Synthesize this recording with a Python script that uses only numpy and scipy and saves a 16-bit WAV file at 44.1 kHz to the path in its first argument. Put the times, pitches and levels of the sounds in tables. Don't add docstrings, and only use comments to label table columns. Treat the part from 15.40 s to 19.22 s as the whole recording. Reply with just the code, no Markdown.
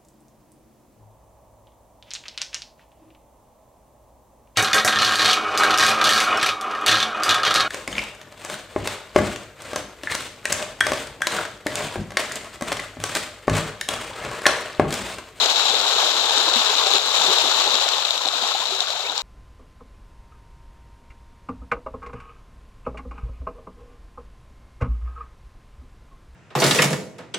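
import sys
import numpy as np
from scipy import signal
from scipy.io import wavfile
from scipy.ndimage import uniform_filter1d

SR = 44100
rng = np.random.default_rng(int(sys.argv[2]) if len(sys.argv) > 2 else 0)


def output_pcm(signal):
    pcm = np.clip(np.atleast_2d(signal).T, -1, 1) * 32767
    wavfile.write(sys.argv[1], SR, np.round(pcm).astype(np.int16))


def gain_from_decibels(decibels):
    exponent = np.asarray(decibels, float) / 20
    return 10 ** exponent


N = 168462
BINS_HZ = np.fft.rfftfreq(4096, 1 / SR)
LEAD_S, SPREAD_S = 7e-5, 2.4e-4
RISE = 0.145


def evened(x):
    return x / np.sqrt(np.mean(x ** 2) + 1e-20)


def read(points, hz):
    f, value = np.transpose(points)
    return np.interp(np.log(hz + 1), np.log(f + 1), value)


def control(column):
    # t/s, frenzy level/dB, extra bubbling/dB
    frenzy = [(0, -20.5, 3), (0.197, -22, 1.5), (.45, -22, 3.5), (0.702, -22.5, 1), (1.001, -21.5, 1.5),
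              (1.3, -22, -0.5), (1.53, -21.5, 5), (1.565, -19, -1), (1.62, -21.5, -4), (1.95, -20.5, -6),
              (2.3, -22, 1.5), (2.549, -24, 2.5), (2.698, -26, -2), (3, -24.5, 1), (3.3, -26.5, -8.5),
              (3.6, -27.5, 6), (3.74, -30, 4), (3.82, -29, -2)]
    rows = np.array(frenzy)
    return np.interp(np.arange(N) / SR, rows[:, 0], rows[:, column])


def ebb_db():
    frenzy_db = control(column=1)
    return frenzy_db - frenzy_db.max()


def drift(top_hz):
    t = np.arange(0, N + 64, 64) / SR
    hz = np.geomspace(top_hz / 10, top_hz, num=24)
    phase = hz[:, None] * t + rng.random((len(hz), 1))
    wave = np.sin(2 * np.pi * phase).sum(0)
    return np.interp(np.arange(N) / SR, t, evened(wave))


def colour(x, db):
    log_gain = np.log(gain_from_decibels(np.maximum(db, -100)))
    circle = np.concatenate([log_gain, log_gain[-2:0:-1]])
    taps = np.fft.ifft(np.exp(np.conj(signal.hilbert(circle)))).real
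    taps = taps.reshape((1,) * (x.ndim - 1) + (-1,))
    return signal.oaconvolve(x, taps, axes=-1)[..., :N]


def add(mix, s, sound, side):
    arrivals = (s + SPREAD_S, s + SPREAD_S * (1 + side) + LEAD_S)
    for channel, at in zip(mix, arrivals):
        part = channel[int(at * SR):][:len(sound)]
        part += sound[:len(part)]


def bubble(hz, cycles, rise, onset=0.49):
    t = np.arange(int(3 * cycles / hz * SR) + 8) * hz / SR
    envelope = (1 - np.exp(-t / onset)) * np.exp(-2 * t / cycles)
    return envelope * np.sin(2 * np.pi * t * (1 + rise * t / cycles / 2))


def scatter(shapes, per_s, spread_db, bunching):
    u = rng.random((int(per_s * N / SR), 5))
    odds = np.cumsum(bunching)
    at = np.searchsorted(odds / odds[-1], u[:, 0])
    size_db = spread_db * np.minimum(-np.log(u[:, 1] + 1e-9), 3.2)
    size = gain_from_decibels(size_db) * np.sign(u[:, 2] - .5)
    lag_s = LEAD_S + SPREAD_S * (2 * u[:, 3] - 1)
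    late = at + np.round(lag_s * SR).astype(int)
    which = (u[:, 4] * len(shapes)).astype(int)
    out = np.zeros((2, N))
    for k, shape in enumerate(shapes):
        mine = which == k
        trains = [np.bincount(np.clip(p[mine], 0, N - 1), size[mine], N) for p in (at, late)]
        out += signal.oaconvolve(np.array(trains), shape[None], axes=1)[:, :N]
    return evened(out)


def air():
    # f/Hz, level/dB
    rumble = [(20, -17), (45, -8), (65, -4.5), (120, 2), (200, 0), (400, -18), (1000, -45)]
    noise = rng.standard_normal((3, N))
    nearly_same = noise[0] + 0.098 * noise[1:]
    return gain_from_decibels(-60.5) * evened(colour(nearly_same, read(rumble, BINS_HZ)))


def rush():
    # f/Hz, likeness/0-1
    likeness = [(60, 0.8), (200, 0.8), (380, 1), (700, 1), (1290, 0.78), (2000, 0.48), (4000, 0.05)]
    level_db, patch_db, thinning = 8, 0.64, .3
    hz = np.fft.rfftfreq(512, 1 / SR)
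    a, b, c, d, patches = rng.standard_normal((N // 128 + 5, 257, 5)).T
    patches = uniform_filter1d(patches, size=6, axis=0)
    patches = evened(uniform_filter1d(patches, size=12, axis=1))
    same = np.clip(read(likeness, hz), 0, 1)[:, None]
    lag = np.exp(-2j * np.pi * hz * LEAD_S)[:, None]
    left = a + 1j * b
    right = same * lag * left + np.sqrt(1 - same ** 2) * (c + 1j * d)
    z = np.array([left, right]) * gain_from_decibels(patch_db * patches)
    noise = signal.istft(z, nperseg=512, noverlap=384)[1][:, :N]
    return gain_from_decibels(level_db + thinning * ebb_db()) * evened(noise)


def glugs():
    shapes = [bubble(hz, 3, RISE) for hz in np.geomspace(220, 480, num=10)]
    bunching = gain_from_decibels(2 * control(column=1))
    return gain_from_decibels(-9 + ebb_db()) * scatter(shapes, per_s=70, spread_db=1.5, bunching=bunching)


def bubbles(surge):
    level_db, tilt_db = -7.5, -2.5
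    shapes = []
    for hz in np.geomspace(330, 5000, num=32):
        ring = bubble(hz, rng.uniform(3.4, 17.4), RISE)
        tilt = gain_from_decibels(tilt_db * np.log2(hz / 800))
        shapes.append(ring / np.linalg.norm(ring) * np.sqrt(hz) * tilt)
    grains = scatter(shapes, per_s=900, spread_db=4.5, bunching=surge ** 1.5)
    return gain_from_decibels(level_db + control(column=2)) * grains


def drops(surge):
    shapes = []
    for hz in np.geomspace(900, 15000, num=24):
        tick = bubble(hz, rng.uniform(0.75, 1.7), 0.16)
        shapes.append(tick / np.linalg.norm(tick) * np.sqrt(hz))
    return gain_from_decibels(1.5) * scatter(shapes, per_s=2600, spread_db=3.5, bunching=surge ** 2.8)


def ticks():
    # t/s, peak level/dB
    near_drops = [(0.059, -5), (0.1605, -11), (0.2548, -9), (0.2972, -8), (0.414, -12), (0.4863, -17),
                  (0.782, -15), (0.8594, -20), (0.9273, -19), (0.967, -17), (0.9812, -5), (1.0705, -24),
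                  (1.1333, -9), (1.2326, -25), (1.486, -17), (1.5529, -22), (1.6571, -21), (1.933, -9),
                  (1.9799, -13), (2.1839, -25), (2.239, -11), (2.3416, -17), (2.3533, -8), (2.4054, -20),
                  (2.4417, -15), (2.4887, -7), (2.5815, -17), (2.7766, -15), (2.8764, -11), (3.075, -11),
                  (3.2231, -24), (3.349, -18), (3.4037, -9.5), (3.5942, -24), (3.778, -9.5), (3.7973, -20)]
    level_db, pitches_hz, cycles = 9, (5500, 7300), 6
    out, u = np.zeros((2, N)), rng.random((len(near_drops), 2))
    for (s, db), (d, bend) in zip(near_drops, u):
        for hz in pitches_hz:
            click = bubble(hz * (.94 + .12 * bend), cycles * hz / pitches_hz[1], .05)
            add(out, s + 4e-4, gain_from_decibels(db + level_db) * click, 2 * d - 1)
    return out


def plops():
    # t/s, peak level/dB, f/Hz
    cavities = [(0.058, -14, 634), (0.172, -9.5, 760), (0.336, -17.5, 464), (0.447, -12, 970),
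                (0.491, -12, 940), (0.628, -12, 725), (0.88, -16, 805), (0.994, -11, 960),
                (1.083, -12, 950), (1.128, -9.5, 680), (1.33, -12, 815), (1.55, -14.5, 1200),
                (1.813, -7, 850), (1.974, -8, 900), (2.056, -9, 730), (2.27, -8, 767), (2.465, -12, 650),
                (2.77, -21, 920), (2.869, -11.5, 730), (3.036, -11, 692), (3.112, -13, 1010),
                (3.149, -9, 746), (3.22, -10, 930), (3.703, -15, 895), (.136, -15, 655), (.25, -13.5, 664),
                (.267, -13, 990), (.683, -22, 1070), (.907, -11, 845), (1.168, -17, 770), (1.228, -17, 730),
                (1.406, -10.5, 929), (1.465, -13, 725), (1.502, -17, 755), (1.659, -15, 826),
                (1.782, -23, 876), (1.886, -10.5, 930), (2.126, -30, 1210), (2.331, -11, 990),
                (2.544, -18, 810), (2.582, -16, 1120), (2.808, -15, 980), (2.85, -15, 915),
                (2.933, -15.5, 666), (2.983, -17, 1480), (3.069, -13.5, 1030), (3.117, -15, 1270),
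                (3.307, -16, 697), (3.415, -16, 706), (3.438, -17, 1360), (3.476, -16, 1390),
                (3.718, -18.5, 725), (3.778, -23, 900), (3.8, -19, 990)]
    # t/s, peak level/dB, f/Hz, ring/ms
    gulps = [(0.172, -32, 305, 10), (0.297, -27.5, 235, 7.8), (.32, -26, 440, 21), (0.751, -30, 338, 15),
             (0.967, -31.5, 286, 14), (1.069, -28, 322, 19), (1.158, -19.5, 234, 14),
             (1.291, -23.5, 425, 19), (1.55, -30, 248, 12), (1.562, -28, 389, 11), (1.799, -34.5, 201, 16),
             (1.881, -27.5, 167, 10.3), (1.878, -22.5, 376.5, 40), (1.899, -15.5, 426, 10),
             (2.033, -29.5, 377, 17), (2.06, -34, 298, 15), (2.339, -35, 250, 16), (2.851, -30, 277, 12),
             (2.859, -32, 365, 21), (3.02, -33.5, 242, 19), (3.318, -26.5, 386, 29), (3.688, -39, 294, 18),
             (3.735, -30, 460, 11), (3.7, -32.5, 307, 12), (2.95, -36, 290, 17)]
    # t/s, peak level/dB, start f/Hz, ring/ms, climb/ratio
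    chirps = [
        (3.65, -26, 2150, 8, .15),
        (3.671, -25, 2560, 6, .03),
        (3.495, -25, 560, 18, .3),
        (3.548, -22, 640, 12, .3),
        (3.596, -23, 680, 10, .3),
        (3.33, -29, 1340, 13, .01),
    ]
    out = np.zeros((2, N))
    for s, db, hz in cavities:
        add(out, s, gain_from_decibels(db - 4) * bubble(hz, 9, RISE), 0)
    for s, db, hz, ms in gulps:
        cycles = max(2 * ms * hz / 1000, 1)
        add(out, s, gain_from_decibels(db - 0.5) * bubble(hz, cycles, 0.0096, 0.98), 0)
    for s, db, hz, ms, climb in chirps:
        add(out, s, gain_from_decibels(db) * bubble(hz, 2 * ms * hz / 1000, climb, 1.6), 0)
    return signal.sosfilt(signal.butter(2, 130, "highpass", fs=SR, output="sos"), out)


def slaps():
    # t/s, peak level/dB
    tail_hits = [(0.0574, -12), (0.3052, -9), (0.3521, -8), (0.857, -10), (0.8959, -12), (0.9762, -9),
                 (1.0874, -8), (1.1368, -9), (1.3518, -8), (1.4684, -9), (1.513, -7), (1.5359, -6),
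                 (1.5549, -7), (1.5814, -11), (1.9829, -7), (2.1445, -10), (2.2752, -10), (2.3416, -6),
                 (2.4877, -11), (2.5814, -11), (2.6494, -11), (2.7062, -9), (2.7766, -10), (2.8554, -13),
                 (2.8853, -9), (3.0235, -11), (3.254, -13), (3.4042, -8), (3.5029, -13), (3.7778, -15),
                 (.1765, -11), (.6848, -12), (.7821, -12), (.9073, -8), (1.0001, -12), (1.1578, -11),
                 (1.7978, -11), (2.0956, -10), (2.3535, -9), (2.5202, -13), (3.269, -14), (3.7865, -16),
                 (3.792, -16)]
    tick_db, tick_cycles, spray_ms = 7, 3, 2.5
    out, t_ms = np.zeros((2, N)), np.arange(1800) / SR * 1000
    noise = rng.standard_normal((len(tail_hits), len(t_ms)))
    u = rng.random((len(tail_hits), 2))
    envelope = np.minimum(t_ms / .7, 1) * np.exp(-t_ms / spray_ms)
    for (s, db), n, (d, bright) in zip(tail_hits, noise, u):
        side = 2 * d - 1
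        tick = bubble(3500 + 700 * bright, tick_cycles, .1)
        add(out, s + 1e-3, gain_from_decibels(db + tick_db) * tick, side)
        add(out, s, gain_from_decibels(db - 1) * envelope * n, side)
    return out


def scene():
    # f/Hz, level/dB
    water = [(25, -64), (150, -23.5), (300, -14), (420, -2.5), (560, -1), (850, 2.5), (1300, -0.5),
             (2000, -10)]
    surge = gain_from_decibels(.6 * drift(top_hz=14) + 0.9345 * drift(top_hz=89.4))
    fine = surge * rush() + drops(surge) + bubbles(surge)
    fine = signal.sosfilt(signal.butter(3, 438, "highpass", fs=SR, output="sos"), fine)
    shoal = gain_from_decibels(control(column=1)) * (fine + glugs())
    return colour(shoal + slaps() + ticks(), read(water, BINS_HZ)) + plops() + air()


def port(x, slope, cavity):
    peaks_db = sum(db * np.exp(-((BINS_HZ - hz) / w) ** 2) for hz, w, db in cavity)
    return colour(x, read(slope, BINS_HZ) + peaks_db)


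def gate(x):
    gate_db, gate_hz = (1.8, .8), 8300
    offset = 808
    frame = dict(nperseg=2048, noverlap=1024, window="cosine")
    hz, _, z = signal.stft(np.pad(x, ((0, 0), (offset, 0))), SR, **frame)
    power = uniform_filter1d(abs(z) ** 2, size=6, axis=1)
    db = 10 * np.log10(abs(power) + 1e-20)
    around = uniform_filter1d(np.maximum(db, -110), size=120, axis=1)
    around = around + np.clip((hz[:, None] - 12000) / 1000, 0, 2.2)
    edge_hz = 15850 - 600 * rng.random(z.shape[2]) ** 2
    stands_out = db > around - np.reshape(gate_db, (2, 1, 1))
    keep = (stands_out | (hz[:, None] < gate_hz)) & (hz[:, None] < edge_hz)
    return signal.istft(z * keep, SR, **frame)[1][:, offset:offset + N]


def top_cut(x):
    return signal.sosfilt(signal.butter(12, 15740, fs=SR, output="sos"), x)


def record(dry):
    # f/Hz, level/dB
    left_slope = [(300, -1), (1000, -0.5), (2000, 1.5), (3000, 11.5), (5300, 7.5), (7600, 2), (9500, -12.5),
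                  (15500, -19)]
    right_slope = [(300, -2), (1200, -3), (2000, 0.5), (2800, 5.5), (6500, -2), (7700, -3.5), (8300, -33),
                   (15500, -19)]
    # f/Hz, width/Hz, level/dB
    left_cavity = [(3858, 510, 10.5), (7160, 290, 5.5), (10300, 500, 4), (11840, 830, 5.5), (13200, 360, 5),
                   (14800, 400, 2)]
    right_cavity = [(4060, 100, 4), (6830, 72, 11.5), (11800, 400, 7), (12750, 220, -6), (14800, 700, 3.5)]
    # t/s, depth/dB, recovery/s
    ducks = [
        (.065, -2.5, .1),
        (1.1, -2.5, .04),
        (1.586, -6, .07),
        (2.89, -3, .04),
    ]
    both = np.array([port(dry[0], left_slope, left_cavity), port(dry[1], right_slope, right_cavity)])
    t = np.arange(N) / SR
    duck_db = sum(db * (t > s) * np.exp(-abs(t - s) / back) for s, db, back in ducks)
    both = both * gain_from_decibels(uniform_filter1d(duck_db, size=100))
    both = both / (1 + (abs(both) / .9) ** 6) ** (1 / 6)
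    dead = signal.cheby2(8, 55, (8500, 9650), "bandstop", fs=SR, output="sos")
    both = np.array([both[0], signal.sosfilt(dead, both[1])])
    return top_cut(gate(both))


dry = scene()
out = record(dry)
output_pcm(out)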